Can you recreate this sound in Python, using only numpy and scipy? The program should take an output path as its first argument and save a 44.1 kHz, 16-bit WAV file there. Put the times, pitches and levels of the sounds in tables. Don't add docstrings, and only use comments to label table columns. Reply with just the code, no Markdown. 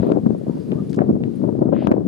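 import sys
import numpy as np
from scipy import signal
from scipy.fft import rfft, irfft
from scipy.io import wavfile
from scipy.ndimage import uniform_filter1d

SR = 44100
rng = np.random.default_rng(int(sys.argv[2]) if len(sys.argv) > 2 else 0)


def natural_amplitude(level_db):
    exponent = np.asarray(level_db, float) / 20
    return 10 ** exponent


def wav_record(signal):
    frames = np.transpose(np.atleast_2d(signal))
    bounded = np.clip(frames, -1, 1)
    quanta = np.round(bounded * 32767).astype(np.int16)
    wavfile.write(sys.argv[1], SR, quanta)


N = 91507
MID_SIDE_SIGNS = np.array([[1], [-1]])


def unit(x):
    return x / np.sqrt(np.mean(x ** 2))


def band(x, hz, width_hz):
    b, a = signal.iirpeak(min(hz, 0.45 * SR), hz / width_hz, fs=SR)
    return signal.lfilter(b, a, x)


def narrow_band(x, hz, first_width_hz, second_width_hz):
    return band(band(x, hz, first_width_hz), hz, second_width_hz)


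def colour(x, table):
    hz = np.fft.rfftfreq(N, 1 / SR) + 1
    point_hz, point_db = np.array(table).T
    gain = natural_amplitude(np.interp(np.log(hz), np.log(point_hz), point_db))
    return irfft(rfft(x) * gain, N)


def curve(table):
    return np.interp(np.arange(N) / SR, *np.array(table).T)


def walk(count):
    hold = int(SR / count)
    steps = np.repeat(rng.standard_normal(N // hold + 1), hold)
    return 1.3 * uniform_filter1d(uniform_filter1d(steps, hold), hold)[:N]


def pan(db):
    gains = natural_amplitude(np.array([[db], [-db]]) / 2)
    return gains / gains.mean()


def add(out, s, x):
    i = int(s * SR)
    x = x[..., max(-i, 0):N - i]
    start = max(i, 0)
    out[:, start:start + x.shape[-1]] += x


PORT_FLIP_HZ, PORT_WIDTH_HZ = 990, 2870
PORT_ALIKE = 0.67


def ports(a, b):
    turned = a - 2 * band(a, PORT_FLIP_HZ, PORT_WIDTH_HZ)
    right = PORT_ALIKE * turned + np.sqrt(1 - PORT_ALIKE ** 2) * b
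    return np.array([a, right])


# (frequency [Hz], level [dB per Hz])
AIR_SPECTRUM = [(600, 1), (1200, -0.5), (2200, -8.5), (4900, -11), (5600, -15), (8300, -17), (10000, -16),
                (15500, -30)]
# (time [s], level [dB])
AIR_LEVEL = [(0.0, -65.5), (0.39, -66), (0.6, -63), (0.82, -63.5), (0.97, -67.5), (1.19, -68.5),
             (1.37, -64.5), (1.68, -70.5), (2.07, -70.5)]
AIR_DB, AIR_SIDE_DB, AIR_PAN_DB = 9, -3.5, 0


def air():
    mid, side = colour(rng.standard_normal((2, N)), AIR_SPECTRUM)
    db = curve(AIR_LEVEL) + AIR_DB + 0.42 * walk(count=20)
    stereo = unit(mid + natural_amplitude(AIR_SIDE_DB) * side * MID_SIDE_SIGNS)
    return stereo * pan(AIR_PAN_DB) * natural_amplitude(db)


# (time [s], level [dB])
VENT_ACTIVITY = [(0.0, -18.5), (0.12, -16.5), (0.26, -23.5), (0.4, -27), (0.62, -27.5), (.75, -26),
                 (.87, -30.5), (1.13, -22), (1.35, -27), (1.5, -25.5), (1.7, -22.5), (2.07, -22)]
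# (frequency [Hz], level [dB per Hz])
RUMBLE_SPECTRUM = [(30, -43.5), (45, -27), (65, -21), (110, -3.5), (220, 2.5), (450, -8), (900, -41.5),
                   (4000, -91.5)]
POPS_PER_S, POP_SPREAD_DB, POP_S = 300, 4, 0.045
RUMBLE_DB, RUMBLE_PAN_DB = 1, 10


def rumble():
    happens = rng.random((2, N)) < POPS_PER_S / SR
    hits = happens * natural_amplitude(POP_SPREAD_DB * rng.exponential(size=(2, N)))
    envelope = signal.lfilter([1], [1, -np.exp(-1 / (POP_S * SR))], hits)
    pops = envelope * rng.standard_normal((2, N))
    stereo = unit(ports(*colour(pops, RUMBLE_SPECTRUM)))
    return stereo * pan(RUMBLE_PAN_DB) * natural_amplitude(curve(VENT_ACTIVITY) + RUMBLE_DB)


# (level [dB], centre frequency [Hz], width [Hz])
GAS_JETS = [
    (-59, 2600, 3200),
    (-56, 950, 90),
    (-69, 4800, 900),
    (-52, 1210, 90),
    (-69, 6000, 7000),
    (-50, 2300, 2100),
    (-56, 1060, 90),
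    (-63, 4100, 1700),
]
# (start [s], length [s])
JET_TIMES = [(-.08, .19), (.495, .04), (.5, .17), (.768, .04), (.88, .095), (1.715, .14), (.742, .025),
             (1.77, .095)]
JET_RISE_SHARE, JET_FALL_S = 0.3, 0.007


def hisses():
    out, t = np.zeros((2, N)), np.arange(N) / SR
    for (s, length), (db, hz, width_hz) in zip(JET_TIMES, GAS_JETS):
        rise = np.clip((t - s) / (JET_RISE_SHARE * length), 0, 1)
        fall = np.exp(-np.maximum(t - s - length, 0) / JET_FALL_S)
        edges_hz = [hz - width_hz / 2, hz + width_hz / 2]
        jet_filter = signal.butter(4, edges_hz, "band", fs=SR, output="sos")
        mid, side = signal.sosfilt(jet_filter, rng.standard_normal((2, N)))
        stereo = unit(mid + 0.26 * side * MID_SIDE_SIGNS)
        out += stereo * rise * fall * natural_amplitude(db + 1.2 * walk(count=50))
    return out


# (time [s], peak level [dB], centre frequency [Hz], fall
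# time [s])
RUSTLES_AND_TICK = [(0.0674, -46, 11940, 0.001), (0.073, -55, 12500, .001), (.083, -56, 12350, .001),
                    (0.8942, -42, 4500, 0.0056), (.901, -47, 6930, 0.0058), (0.9123, -45, 5400, 0.0022),
                    (0.9299, -38.5, 4500, 0.0014), (0.9288, -41, 1590, 0.0044), (0.9292, -53.5, 8950, .0015),
                    (.941, -43, 4000, 0.0085), (0.9428, -44, 1280, .004), (0.9452, -46.5, 5500, 0.0057),
                    (0.9609, -43.5, 4800, 0.0016), (0.964, -48.5, 5850, 0.0067), (1.912, -49.5, 14100, .0008)]
RUSTLE_RISE_S, RUSTLE_WIDTH_SHARE, RUSTLE_PAN_DB = 0.0012, 1, 11.5


def rustles():
    out, t = np.zeros((2, N)), np.arange(1200) / SR
    for s, db, hz, fall_s in RUSTLES_AND_TICK:
        envelope = np.exp(-t / fall_s) * np.minimum(t / RUSTLE_RISE_S, 1)
        width_hz = RUSTLE_WIDTH_SHARE * min(hz, 5000)
        scrape = narrow_band(rng.standard_normal(len(t)) * envelope, hz, width_hz, width_hz)
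        add(out, s, scrape / abs(scrape).max() * pan(RUSTLE_PAN_DB) * natural_amplitude(db))
    return out


# (time [s], level [dB])
BAT_CALLS = [
    (.377, -60.5),
    (.868, -62),
    (1.350, -57),
    (1.823, -66.5),
]
BAT_START_HZ, BAT_END_HZ, BAT_S, BAT_BEND = 11500, 9400, 0.015, 1.8


def bat():
    out = np.zeros((2, N))
    progress = np.arange(int(BAT_S * SR)) / (BAT_S * SR)
    hz = BAT_END_HZ + (BAT_START_HZ - BAT_END_HZ) * (1 - progress) ** BAT_BEND
    whistle = np.sin(2 * np.pi * np.cumsum(hz) / SR)
    envelope = np.sin(np.pi * progress ** 1.3) ** 0.8
    for s, db in BAT_CALLS:
        add(out, s, whistle * envelope * natural_amplitude(db))
    return out


# (time [s], peak level [dB], pitch [Hz], left-right difference [dB])
SHARP_CRACKS = [(0.03, -23.5, 1107, 12.5), (0.069, -27.5, 1300, 2.5), (0.12, -15.5, 982, 20.5),
                (.1195, -30, 1806, -5.5), (0.2619, -17.5, 706, 12.5), (0.305, -31, 770, -1),
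                (.349, -21, 533, 9.5), (.719, -23, 2110, 4), (.990, -11.5, 1136, -3.5),
                (1.009, -25, 1300, -1), (1.0195, -22, 1190, 7), (1.238, -22.5, 2080, -1),
                (1.417, -27.5, 800, 8.5), (1.44, -28, 895, 0), (1.488, -30, 814, -1),
                (1.765, -20, 993, 9.5), (1.8686, -12.5, 558, 10.5), (1.8718, -5, 818, 20.5),
                (1.9162, -5, 517, 17), (1.923, -17, 1370, 5)]
CRACK_CYCLES, CRACK_EDGE = 0.4, 1.5
CRACK_TAIL_DB, CRACK_TAIL_S = -22, 0.003


def cracks():
    out, t = np.zeros((2, N)), np.arange(-200, 1000) / SR
    for s, db, hz, pan_db in SHARP_CRACKS:
        envelope = np.exp(-(abs(t * hz) / CRACK_CYCLES) ** CRACK_EDGE)
        spike = -envelope * np.cos(2 * np.pi * hz * t)
        noise = unit(narrow_band(rng.standard_normal(len(t)), hz, hz, hz))
        onset = np.clip(t * hz, 0, 1) ** 2
        tail = noise * np.exp(-abs(t) / CRACK_TAIL_S) * onset
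        crack = spike + natural_amplitude(CRACK_TAIL_DB) * tail
        add(out, s + t[0], ports(crack, -crack) * pan(pan_db) * natural_amplitude(db))
    return out


# (time of peak [s], peak level
# [dB], pitch [Hz], left-right difference [dB])
GAS_BLASTS = [(0.034, -8, 345, 11.5), (0.044, -15, 346, 30), (0.052, -15.5, 335, 13.5),
              (0.068, -4.5, 322, 8.5), (0.081, -9, 258, 15), (0.091, -9.5, 406, 0.5),
              (0.103, -6.5, 352, 26.5), (0.12, -0.5, 301, 5), (0.15, -11.5, 245, 8),
              (0.173, -5.5, 330, 9.5), (0.266, 0.5, 219, 7), (0.298, -10, 186, 4.5),
              (0.307, -7, 311, 16.5), (0.334, -12, 242.6, 11), (0.498, -6.5, 274, 11),
              (0.555, -14.5, 228, -5), (0.575, -12.5, 279, 4), (0.681, -17.5, 228, -12),
              (0.714, -15, 245, 9), (0.724, -6, 290, 1.5), (0.749, -22, 233, -4),
              (0.757, -9.5, 179, 16.5), (0.804, -12.5, 187, -2), (0.815, -35, 191, -7),
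              (0.824, -10.5, 203, 10), (0.973, -8, 223, -2), (0.983, -10, 334, 27),
              (0.991, -6, 274, 16.5), (1.007, -3, 222, 11),
              (1.019, -5.5, 393, 14), (1.093, -4, 290, -3), (1.102, -9, 320, -8), (1.143, -11, 201, -7),
               (1.155, -9.5, 240, 11.5), (1.167, -11.5, 277, 4.5), (1.207, -11, 230, 3),
               (1.258, -13, 285, 3.5), (1.44, -3, 266, 10.5), (1.451, -12, 309, 14.5),
               (1.476, -9.5, 219.4, 27), (1.491, -4, 303, 9), (1.527, -9.5, 244, 8.5),
               (1.583, -26, 226, -6.5), (1.591, -6, 288, 1.5), (1.625, -1, 316, 3), (1.657, -4, 267, 8.5),
               (1.673, -7, 249, 39.5), (1.692, -8.5, 363, 7.5), (1.729, -3.5, 390, 17),
               (1.736, -7.5, 422, 7), (1.747, -11, 326, 3), (1.766, -11.5, 259, 26), (1.825, -12, 509, 7.5),
               (1.872, -5, 286, 14), (1.892, -7, 303, -1), (1.917, 0.9, 364, 6), (1.942, -8, 361, 18.5),
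               (2.008, -13.5, 291, 36),
              (.001, -4.5, 185, 12),
    (.351, -16.5, 400, 1.5),
    (0.415, -23, 409, 5),
    (0.469, -16, 390, -1.5),
    (0.789, -21, 394, 16),
    (1.11, -5.5, 239, -4),
    (1.619, -3, 260, 11),
    (1.921, -6, 338, -2),
    (1.968, -14.5, 445, 37),
    (2.065, -11, 316, 3),
              (0.01, -16, 228, 10.5), (0.023, -8, 215, 16), (0.11, -19.5, 317, 18.5), (0.134, -14, 336, 10),
              (0.163, -6.5, 288, 10), (0.187, -15, 358, 20), (0.196, -20.5, 248, 6), (0.236, -11.5, 194, 5),
              (0.275, -18.5, 273, 24), (0.285, -24, 208, -3), (0.322, -18, 226, -11), (0.438, -15, 240, 17),
              (0.483, -8, 242, 6.5), (0.51, -13.5, 214, 19), (0.692, -17, 236, 10), (0.703, -24, 248, 12),
              (0.732, -10.5, 300, 13), (0.764, -18, 240, 1), (0.773, -17, 257, 5), (0.815, -20, 187, 0.5),
              (0.875, -21, 227, -7), (0.905, -15, 203, 7), (1.028, -14.5, 299, 16), (1.042, -16, 309, 19),
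              (1.063, -12.5, 248, 4), (1.073, -27, 285, 6.5), (1.082, -14.5, 194, 5),
              (1.117, -19.5, 208, 1), (1.22, -14.5, 197, 0.5), (1.236, -13.5, 250, 12),
              (1.282, -11.5, 217, 1), (1.339, -20, 208.6, 4.5), (1.418, -18, 231.5, 21),
              (1.5, -21.5, 290, 8), (1.553, -13, 289, 11.5), (1.568, -23.5, 328, 24), (1.599, -27, 203, 17),
              (1.611, -16, 183, 1.5), (1.632, -20.5, 319, 19.5), (1.641, -33, 292, 1.5),
              (1.682, -15, 289, 29.5), (1.791, -13, 262, 19.5), (1.848, -5.5, 229, 13),
              (1.882, -8.5, 201, 17), (1.908, -15, 274, -8), (1.981, -6, 348, 2), (2.021, -15.5, 238, 12.5),
              (2.032, -21.5, 275, 26)]
BLAST_RISE_CYCLES, BLAST_FALL_CYCLES, BLAST_GLIDE, BLAST_DB = 0.59, 0.75, 0.15, -2
BLAST_LOW_HZ = 74
GRIT_DB, GRIT_HZ, GRIT_WIDTH_HZ, GRIT_FALL_S = -17.5, 545, 207, 0.0046


def blasts():
    out, t = np.zeros((2, N)), np.arange(-800, 1600) / SR
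    rows = GAS_BLASTS
    noise = rng.standard_normal((2, N + len(t)))
    grit = unit(narrow_band(noise, GRIT_HZ, GRIT_WIDTH_HZ, 2 * GRIT_WIDTH_HZ))
    grit = signal.sosfilt(signal.butter(4, 1300, fs=SR, output="sos"), grit)
    turns = rng.standard_normal((len(rows), 2)) * [0.3, 1]
    for (s, db, hz, pan_db), turn in zip(rows, turns):
        cycles = t * hz
        width = np.where(cycles < 0, BLAST_RISE_CYCLES, BLAST_FALL_CYCLES)
        envelope = np.exp(-(cycles / width) ** 2)
        phase = 2 * np.pi * cycles * (1 - BLAST_GLIDE * np.tanh(cycles))
        swing = -envelope * np.cos(phase + turn[:, None])
        start = int(s * SR)
        rough = grit[:, start:start + len(t)] * np.exp(-abs(t) / GRIT_FALL_S)
        rough = rough * natural_amplitude(GRIT_DB) * (hz / 280) ** 2
        add(out, s + t[0], ports(*(swing + rough)) * pan(pan_db) * natural_amplitude(db + BLAST_DB))
    return signal.sosfiltfilt(signal.butter(2, BLAST_LOW_HZ, "high", fs=SR, output="sos"), out)


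SLOPE_ECHO_S, SLOPE_ECHO_DB = 0.028, -14


def slope_echo(vent):
    t = np.arange(int(0.25 * SR)) / SR
    scatter = rng.standard_normal((2, len(t))) * np.exp(-t / SLOPE_ECHO_S)
    scatter = scatter / np.sqrt((scatter[0] ** 2).sum())
    return natural_amplitude(SLOPE_ECHO_DB) * signal.fftconvolve(vent, scatter, axes=1)[:, :N]


def scene():
    vent = blasts() + cracks()
    far = vent + slope_echo(vent) + rumble()
    return far + rustles() + hisses() + bat() + air()


def roll_off(x):
    return signal.sosfilt(signal.butter(12, 15830, fs=SR, output="sos"), x)


BASS_CUT_HZ = 63.5


def record(dry):
    x = signal.sosfilt(signal.butter(3, BASS_CUT_HZ, "high", fs=SR, output="sos"), dry)
    return roll_off(np.clip(x, -1, 1))


dry = scene()
out = record(dry)
wav_record(out)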